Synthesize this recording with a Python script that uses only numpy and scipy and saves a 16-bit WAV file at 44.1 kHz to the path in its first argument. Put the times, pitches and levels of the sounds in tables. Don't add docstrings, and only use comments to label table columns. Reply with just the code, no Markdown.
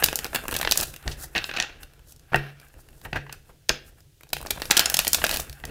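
import sys
import numpy as np
from scipy import signal
from scipy.fft import rfft, irfft
from scipy.io import wavfile
from scipy.ndimage import uniform_filter1d

SR = 44100
rng = np.random.default_rng(int(sys.argv[2]) if len(sys.argv) > 2 else 0)


def digitize_waveform(pressure):
    field = np.atleast_2d(pressure).T
    bounded = np.clip(field, -1, 1)
    quanta = np.round(bounded * 32767).astype(np.int16)
    wavfile.write(sys.argv[1], SR, quanta)


def gain_from_decibels(decibels):
    exponent = np.asarray(decibels, float) / 20
    return 10 ** exponent


N = 251370

# time in seconds, relative level in dB,
# tilt to the low modes in dB per octave, shove through the wood in dB.
KNOCKS = [(0.339, -35, 11, -46), (0.528, -28, 14, -40), (.779, -32, -1, -29.5), (1.057, -40.5, 1, -30),
          (1.075, -26.5, -1.5, -34.5), (1.24, -38, -3, -47.5), (1.354, -28.5, -3.5, -39),
          (1.6, -37, -8, -42), (2.319, -19, 9, -45.5), (2.3442, -9.5, -2.5, -30), (2.739, -51, 5.5, -44),
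          (3.053, -41, -4.5, -40.5), (3.127, -18.5, 2, -39), (3.154, -25, 0, -39),
          (3.692, -34.5, -5.5, -35), (4.33, -28.5, -1.5, -41), (4.506, -32, 3, -42), (5.231, -32, 17, -45),
          (5.498, -32.5, 25, -56), (5.638, -30, -2.5, -37)]
# frequency in Hz, relative level in dB, T60 in seconds.
TABLE_MODES = [(60.9, -16, 0.12), (140.2, -2, 0.56), (208.8, -15, 0.27), (340.6, -9.5, 0.18),
               (410, -21, 0.4), (636, -26.5, 0.088), (734, 2.5, .04), (913, -6, 0.058), (1620, -7.5, .02),
               (1832, 0, 0.047), (2000, 0, 0.022)]


def rms_one(x):
    return x / np.sqrt(np.mean(x ** 2) + 1e-20)


def in_time(rows):
    s, *columns = np.transpose(rows)
    return [np.interp(np.arange(N) / SR, s, c) for c in columns]


def at_hz(points, hz):
    table_hz, values = np.array(points).T
    return np.interp(np.log(hz), np.log(table_hz), values)


def band(x, low_hz, high_hz):
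    edges_hz = np.clip([low_hz, high_hz], 10, .45 * SR)
    return signal.sosfilt(signal.butter(2, edges_hz, "band", fs=SR, output="sos"), x)


def resonance(x, hz, width_hz):
    r = np.exp(-np.pi * width_hz / SR)
    poles = [1, -2 * r * np.cos(2 * np.pi * hz / SR), r * r]
    return signal.lfilter([(1 - r * r) / 2, 0, (r * r - 1) / 2], poles, x)


def drift(rate_hz):
    r = np.exp(-2 * np.pi * rate_hz / SR)
    wander = signal.lfilter([1], [1, -2 * r, r * r], rng.standard_normal(N + SR))
    return rms_one(wander[SR:])


def swell(s, db, rise_s, fall_s):
    power = np.full(N, 1e-18)
    np.add.at(power, np.round(np.asarray(s) * SR).astype(int), gain_from_decibels(2 * np.asarray(db)))
    rise, fall = np.exp(-1 / (rise_s * SR)), np.exp(-2 / (fall_s * SR))
    dying = signal.lfilter([1], [1, -fall], power)
    return signal.lfilter([1 - rise], [1, -rise], dying)


def snap_rows():
    # time in seconds, body level in dB, body centre in Hz,
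    # edge hiss in dB re body, length in ms.
    flicks = [(0.0246, -19.5, 1720, -23, 3.4), (.036, -17, 3340, -4, 3.9), (0.0401, -13, 3470, 5.5, 3.5),
              (0.0607, -24.5, 3650, 4, 2.5), (0.0856, -20, 2600, -13, 1.7), (0.1292, -24.5, 1600, -1, 0.49),
              (0.1575, -19.5, 4840, 5.5, 0.79), (0.19, -19.5, 4040, -3, 0.52),
              (.245, -23, 3650, -0.5, 0.87), (0.2516, -32, 1860, -6.5, 5.1), (0.2642, -35, 3150, -2.5, 2.8),
              (0.3317, -35, 1530, -14.5, 0.81), (0.3461, -22, 2280, 0.5, 8.7),
              (0.3592, -18.5, 2310, -1.6, 0.89), (0.437, -46, 1350, 5, 5.8), (.454, -41.5, 1250, -5, 2.3),
              (0.4816, -27.5, 2520, 4, 1.6), (0.489, -34, 1320, -11, 2.8), (0.5253, -27.5, 1900, -2.5, 4),
              (0.541, -25.5, 3820, 0.5, 2.1), (0.5489, -27, 2420, -5.5, 5.7), (0.5643, -21.5, 3390, 2, 3.6),
              (0.587, -31, 4920, 2, 4.8), (0.6132, -21.5, 2540, -0.5, 2.6),
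              (.6299, -22.5, 2300, -3.5, 0.98), (.649, -20, 2450, -31, 2.9),
              (.6747, -14.5, 2170, -27.5, 0.34), (0.7122, -12.5, 3970, -1.8, 1.3),
              (0.7212, -11, 4140, -4, 1.37), (.774, -16.5, 5600, 3, 3), (0.7901, -29, 4050, -5, 12),
              (0.8019, -24.5, 3000, 1, 1.3), (0.8098, -25, 5310, 5.5, 3.4), (0.8293, -27, 3170, 3, 7.5),
              (3.693, -9, 2780, -15, 2), (3.699, -25, 1510, -29.5, 7.7), (4.3309, -18.5, 2750, -0.1, 3.7),
              (4.3666, -30.5, 2080, -3.5, 2.7), (4.4135, -41.5, 2260, 6, 1.8), (4.428, -49, 1240, 13, 1.9),
              (4.4617, -37, 1470, 1, 3), (4.4684, -31.5, 4100, -15, 2.5), (4.5055, -20.5, 3080, 2, 5.6),
              (4.5738, -52.5, 850, -10, 6.2), (4.5971, -42.5, 2380, -1, 9.3), (4.6198, -21, 2400, -5, 0.32),
              (4.6547, -32, 3030, -1.5, 3), (4.7005, -36.5, 1080, -15, 1.9), (4.7076, -19, 4000, 1, 2.5),
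              (4.7105, -4, 3560, -18, 1.7), (4.7163, -20.5, 3330, 1.5, 3.5), (4.7684, -10, 3600, -5, 3.4),
              (4.7752, -10.5, 4800, -3.5, 2.3), (4.7937, -7.5, 3600, -4.5, 2.6),
              (4.8013, -21, 3280, -4, 9.2), (4.8576, -12.5, 5200, -28.5, 3.1),
              (4.8722, -42, 1500, -14, 4.7), (4.8997, -18.5, 4580, 5.5, 1), (4.9213, -40, 1670, -20, 2.9),
              (4.9419, -16, 3850, 1.5, 3.3), (4.9687, -15.5, 5030, -4.5, 2.7), (4.9908, -12, 3040, 0.5, 2),
              (4.997, -22, 4100, -15, 7.1), (5.0481, -25.5, 3130, 0, 3.1), (5.069, -20, 2720, -8, 2.5),
              (5.0783, -18, 4840, 5, 2.8), (5.132, -12.5, 4800, 4.5, 1.5), (5.1353, -22, 5170, -16, 1.3),
              (5.1457, -14, 4000, 0, 2.1), (5.1824, -33, 2100, -13, 8.1), (5.2169, -28.5, 2300, -22, 4.2),
              (5.2412, -14, 1480, -0.5, 1.07), (5.2451, -19, 3370, -11, 5.1), (5.2546, -33, 1880, -11, 7.8),
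              (5.2659, -21, 3100, -2, 2.1), (5.293, -21.5, 3120, -1, 2.5), (5.3017, -30, 3040, -10.5, 6.1),
              (5.3118, -20.5, 3500, -3, 3), (5.3219, -29.5, 3300, -16.5, 30), (5.3405, -25, 3260, 0.5, 5.9),
              (5.3606, -26, 3430, -2, 3.4), (5.371, -24.5, 3120, 2.5, 1.7), (5.3985, -27, 5360, 1.5, 3.7)]
    # time in seconds, body level in dB, body centre in Hz, length in ms.
    taps = [(1.0781, -22, 3300, 1.4), (1.112, -34, 3570, 15), (1.351, -21.5, 1980, 2.5),
            (1.356, -19.5, 1980, 17.8), (1.3789, -19, 2660, 3.2), (1.387, -25, 2020, 2.4),
            (1.4419, -21.5, 2720, 1.4), (1.4913, -29.5, 1890, 6.9), (1.5132, -29, 2160, 1.8),
            (1.538, -31, 2250, 3.7), (1.5639, -25, 2670, 6.2), (1.5722, -22, 2630, 1.8),
            (1.5828, -25, 2000, 10.4), (1.6008, -12, 3360, 0.94), (1.6088, -29, 4290, 1.4),
            (1.6248, -20, 3100, 0.96), (1.695, -41.5, 2140, 8.4), (2.3181, -39.5, 1203, 24),
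            (2.3334, -23.5, 920, 2.2), (2.3447, -11.5, 1520, 1), (2.3543, -21.5, 1270, 11),
            (3.049, -36.5, 1740, 6.6), (3.0538, -40, 1300, 15), (3.1293, -24, 1820, 4.1),
            (3.1449, -36, 1220, 6.8), (3.1565, -22, 1435, 13), (3.1687, -34, 1390, 8.7),
            (3.2654, -46.5, 1380, 4.8), (3.2945, -38.5, 1790, 4.9), (3.4907, -60.5, 980, 17),
            (5.6386, -32, 1830, 2.3)]
    # time in seconds, body level in dB, body centre in Hz.
    ticks = [(.9395, -38, 2780), (0.9622, -37, 2860), (1.0265, -48, 2600), (1.8318, -39, 3160),
             (1.9352, -54, 2420), (1.993, -57, 2270), (2.1219, -45, 5330), (2.162, -52, 4570),
             (2.1949, -52, 5250), (2.359, -29.5, 3600), (2.599, -48.5, 3150), (2.614, -54, 2430),
             (2.7398, -55.5, 1500), (2.7908, -60, 870), (2.887, -51, 2560), (2.9293, -58.5, 1900),
             (3.0146, -49, 2670), (3.3262, -33.5, 4080), (3.688, -40.5, 4040), (4.005, -53, 3600),
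             (4.209, -49, 1720), (4.233, -44.5, 2270), (4.269, -60, 1780), (4.291, -51, 5630),
             (4.3029, -51, 3560), (5.4962, -36.5, 3500), (5.528, -39, 3900), (5.6, -49, 2160),
             (5.6526, -33, 3940)]
    # start in seconds, end in seconds, mean body level in dB.
    flutter = [(0.506, .85, -32.5), (4.378, 4.698, -53), (5.1, 5.418, -40)]
    tap_edge_db, tick_edge_db, tick_ms = -23.5, 0, 2.5
    flick_slap_db, tap_slap_db, tick_slap_db = -3, -10, -11.5
    slap_db_per_octave, slap_lag_db_per_db, reference_db = -8.5, 0.35, -23.5

    rows = [(s, db, hz, edge_db, flick_slap_db, ms) for s, db, hz, edge_db, ms in flicks]
    rows += [(s, db, hz, tap_edge_db, tap_slap_db, ms) for s, db, hz, ms in taps]
    rows += [(s, db, hz, tick_edge_db, tick_slap_db, tick_ms) for s, db, hz in ticks]
    for start_s, end_s, mean_db in flutter:
        places, chance = rng.random(size=10), rng.standard_normal(size=(10, 3))
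        for place, (louder, higher, hissier) in zip(places, chance):
            s = start_s + (end_s - start_s) * place
            hz = 2600 * gain_from_decibels(4.9 * higher)
            rows.append((s, mean_db + louder, hz, 5 * hissier, flick_slap_db, tick_ms))
    rows = np.array(rows)
    octaves = np.log2(rows[:, 2] / 2000)
    rows[:, 4] += slap_db_per_octave * octaves - slap_lag_db_per_db * (rows[:, 1] - reference_db)
    return rows


def colour(x, bend=1):
    # frequency in Hz, width in Hz, level in dB re plain share.
    resonances = [(800, 43, 14), (1612, 290, 13.5), (1900, 89, -4.5), (2620, 240, 9), (3900, 1900, -5),
                  (6070, 1300, -2)]
    return x + sum(gain_from_decibels(db) * resonance(x, bend * hz, width_hz) for hz, width_hz, db in resonances)


def snaps(rows):
    size = 4096
    out = np.zeros(N + size)
    now_ms = np.arange(size) * 1000 / SR
    noises = rng.standard_normal((len(rows), 3, size))
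    for (s, db, hz, edge_db, slap_db, length_ms), noise in zip(rows, noises):
        length_ms = max(length_ms, .3)
        attack = 1 - np.exp(-now_ms / (0.36 * length_ms))
        decay = np.exp(-now_ms / (0.64 * length_ms)) + 0.073 * np.exp(-now_ms / 5.2)
        bursts = noise * attack * decay
        ring = resonance(resonance(bursts[0], hz, 1.5 * hz), hz, 1.5 * hz)
        bend = gain_from_decibels(.5 * noise[0, 0])
        body = colour(band(ring, 0.076 * hz, 3.37 * hz), bend=bend)
        edge = band(bursts[1], 7300, 19000)
        pile_note = resonance(bursts[2], 600, 210)
        slap = band(bursts[2], 140, 1200) + 0.5 * pile_note
        at = round(s * SR) - 20
        for part, part_db, window in ((body, 0, 70), (edge, edge_db, 70), (slap, slap_db, 200)):
            top = np.sqrt(uniform_filter1d(part ** 2, size=window).max())
            out[at:at + size] += gain_from_decibels(db + part_db) * part / top
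    return out[:N]


def friction(column, steady_db, s, after_db):
    # peak time in seconds, rise in seconds, scrape in dB, hiss in dB.
    stroke_rows = [(.36, 0.036, -40.5, -40), (1.115, 0.077, -48.5, -45.5), (1.236, 0.057, -41, -36.5),
                   (1.469, 0.081, -53.5, -47), (1.638, 0.033, -39, -58), (1.829, 0.028, -51, -48.5),
                   (2.113, 0.058, -58.5, -50), (2.449, 0.2, -44.5, -59), (2.645, 0.047, -54, -57.5),
                   (2.684, 0.018, -66, -56), (2.735, .025, -70, -60.5), (2.808, 0.038, -63.5, -55.5),
                   (3.053, 0.023, -47, -45.5), (3.334, 0.0324, -45, -60), (3.494, .06, -61.5, -61.5),
                   (3.886, 0.052, -56.5, -54.5), (3.991, 0.032, -59.5, -63), (4.242, .05, -64, -77.5),
                   (5.148, 0.025, -25, -26)]
    stop_faster = 2
    now_s = np.arange(N) / SR
    strokes = np.zeros(N)
    for row in stroke_rows:
        away = (now_s - row[0]) / row[1] * np.where(now_s > row[0], stop_faster, 1)
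        strokes += gain_from_decibels(2 * row[column]) * np.exp(-4 * away ** 2)
    settling = swell(s, after_db, rise_s=0.001, fall_s=0.037)
    return np.sqrt(gain_from_decibels(2 * steady_db) + strokes + settling)


def slide(rows):
    # time in seconds, scrape in dB, hiss in dB.
    rubbing = [(0, -31.5, -36), (.1, -50, -52), (.3, -59.5, -53), (.55, -49, -49.5), (.84, -51.5, -40.5),
               (1.01, -57.5, -60.5), (1.3, -52, -57), (1.56, -37, -55), (1.77, -59, -81), (2.23, -78, -85),
               (2.65, -58.5, -76), (3, -72, -61.5), (3.66, -74, -86.5), (4.15, -79.5, -93),
               (4.5, -57, -56.5), (4.72, -47, -44), (5.36, -44, -37.5), (5.45, -50, -51), (5.63, -65, -62),
               (5.7, -36.5, -54)]
    bends = (.88, 1.01, 1)
    flex_db, settle_scrape_db, settle_hiss_db = 6, -21, -20
    scrape_db, hiss_db = in_time(rubbing)
    s, db, hz, edge_db = rows.T[:4]
    sizes = gain_from_decibels(2.5 * np.minimum(rng.exponential(1, N), 5)) * rng.choice([-1, 1], N)
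    present = rng.random(N) < 9000 / SR
    grains = sizes * present * gain_from_decibels(2.2 * drift(90.0))
    rub, hiss = band(grains, 230, 4100), band(grains, 3200, 15000)
    scrape = sum(gain_from_decibels(flex_db * drift(5.2)) * colour(rub, bend=bend) for bend in bends)
    scrape_gain = friction(column=2, steady_db=scrape_db, s=s, after_db=db + settle_scrape_db)
    hiss_gain = friction(column=3, steady_db=hiss_db, s=s, after_db=db + edge_db + settle_hiss_db)
    return scrape_gain * rms_one(scrape) + hiss_gain * rms_one(hiss)


def knocks():
    s, db, tilt_db, _ = np.transpose(KNOCKS)
    at, out = np.round(s * SR).astype(int), np.zeros(N)
    spread_db = rng.normal(0, 0.58, (len(at), len(TABLE_MODES)))
    for k, (hz, mode_db, t60_s) in enumerate(TABLE_MODES):
        blows = np.full(N, 1e-18)
        blows[at] = gain_from_decibels(db + mode_db - tilt_db * np.log2(hz / 141) + spread_db[:, k])
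        r, w = gain_from_decibels(-60 / (t60_s * SR)), 2 * np.pi * hz / SR
        ringing = signal.lfilter([0, np.sin(w)], [1, -2 * r * np.cos(w), r * r], blows)
        out += (-1) ** k * ringing
    return gain_from_decibels(-11) * signal.lfilter([.3], [1, -.7], out)


def hands():
    # time in seconds, level in dB.
    pressure = [(0, -39.5), (.35, -50), (.65, -39.5), (.86, -46), (1.01, -54), (1.21, -50), (1.32, -49.5),
                (1.89, -54.5), (2.25, -60.5), (2.69, -61), (2.89, -55.5), (3.55, -53.5), (3.66, -68.5),
                (3.92, -55), (4.14, -68), (4.43, -44), (4.8, -46), (5.2, -45), (5.36, -36.5), (5.57, -60),
                (5.7, -36)]
    level_db, = in_time(pressure)
    s, _, _, shove_db = np.transpose(KNOCKS)
    noise = rng.standard_normal(N) * gain_from_decibels(2.5 * drift(15.0))
    rumble = rms_one(band(band(noise, 17, 75), 5.3, 210)) + gain_from_decibels(-11) * rms_one(band(noise, 100, 500))
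    stirred = sum(gain_from_decibels(-8.5) * rms_one(resonance(noise, hz, 18.0)) for hz, _, _ in TABLE_MODES[:2])
    shoves = swell(s, shove_db, rise_s=0.0044, fall_s=0.044)
    return np.sqrt(gain_from_decibels(2 * level_db) + shoves) * (rumble + stirred)


def room(x):
    # frequency in Hz, T60 in seconds.
    decay_times = [(200, .45), (1000, .38), (2000, .36), (4000, .3), (6000, .23), (9000, .15), (14000, .11)]
    # frequency in Hz, energy in dB.
    energies = [(200, -10.5), (500, -7.5), (1000, -24.5), (2000, -10.5), (3500, -10), (5500, -12.5),
                (8000, -14), (14000, -31)]
    wall_s, wall_db = .0081, -12
    now_s = np.arange(SR // 2) / SR
    edges_hz, tail = 100 * 2 ** np.arange(0, 7.6, .25), 0
    noises = rng.standard_normal((len(edges_hz), len(now_s)))
    for low, high, noise in zip(edges_hz, edges_hz[1:], noises):
        hz = np.sqrt(low * high)
        decay = gain_from_decibels(-60 * now_s / at_hz(decay_times, hz))
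        dying = band(noise, low, high) * decay * (1 - np.exp(-now_s / 0.004))
        share = (high - low) / (SR / 2)
        tail = tail + dying * gain_from_decibels(at_hz(energies, hz)) * np.sqrt(share / np.sum(dying ** 2))
    smear = rng.standard_normal(60) * np.hanning(60)
    echo = band(signal.fftconvolve(x, smear / np.linalg.norm(smear)), 3500, 9000)
    wall = np.pad(echo, (round(wall_s * SR) - 30, 0))
    return signal.fftconvolve(x, tail)[:N] + gain_from_decibels(wall_db) * wall[:N]


def air():
    # frequency in Hz, relative density in dB per Hz.
    spectrum = [(15, -21), (25, 1.5), (149, 6.5), (229, -23.5), (317, -7.5), (354, -11), (695, -22.5),
                (1100, -31), (3080, -18), (16000, -23.5)]
    level_db = -59.5
    hz = np.maximum(np.arange(N // 2 + 1) * SR / N, 15)
    shaped = rfft(rng.standard_normal(N)) * gain_from_decibels(at_hz(spectrum, hz))
    return gain_from_decibels(level_db) * rms_one(irfft(shaped, N))


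def scene():
    rows = snap_rows()
    cards = snaps(rows) + slide(rows)
    table = knocks()
    airborne = cards + band(table, 550, 8000)
    mono = cards + table + room(airborne) + hands() + air()
    return np.stack([mono, mono])


def roll_off(x):
    return signal.sosfilt(signal.butter(12, 16490, fs=SR, output="sos"), x)


def record(dry):
    cut = signal.sosfilt(signal.cheby2(10, 40, 16300, fs=SR, output="sos"), dry)
    return roll_off(np.clip(cut, -1, 1))


dry = scene()
out = record(dry)
digitize_waveform(out)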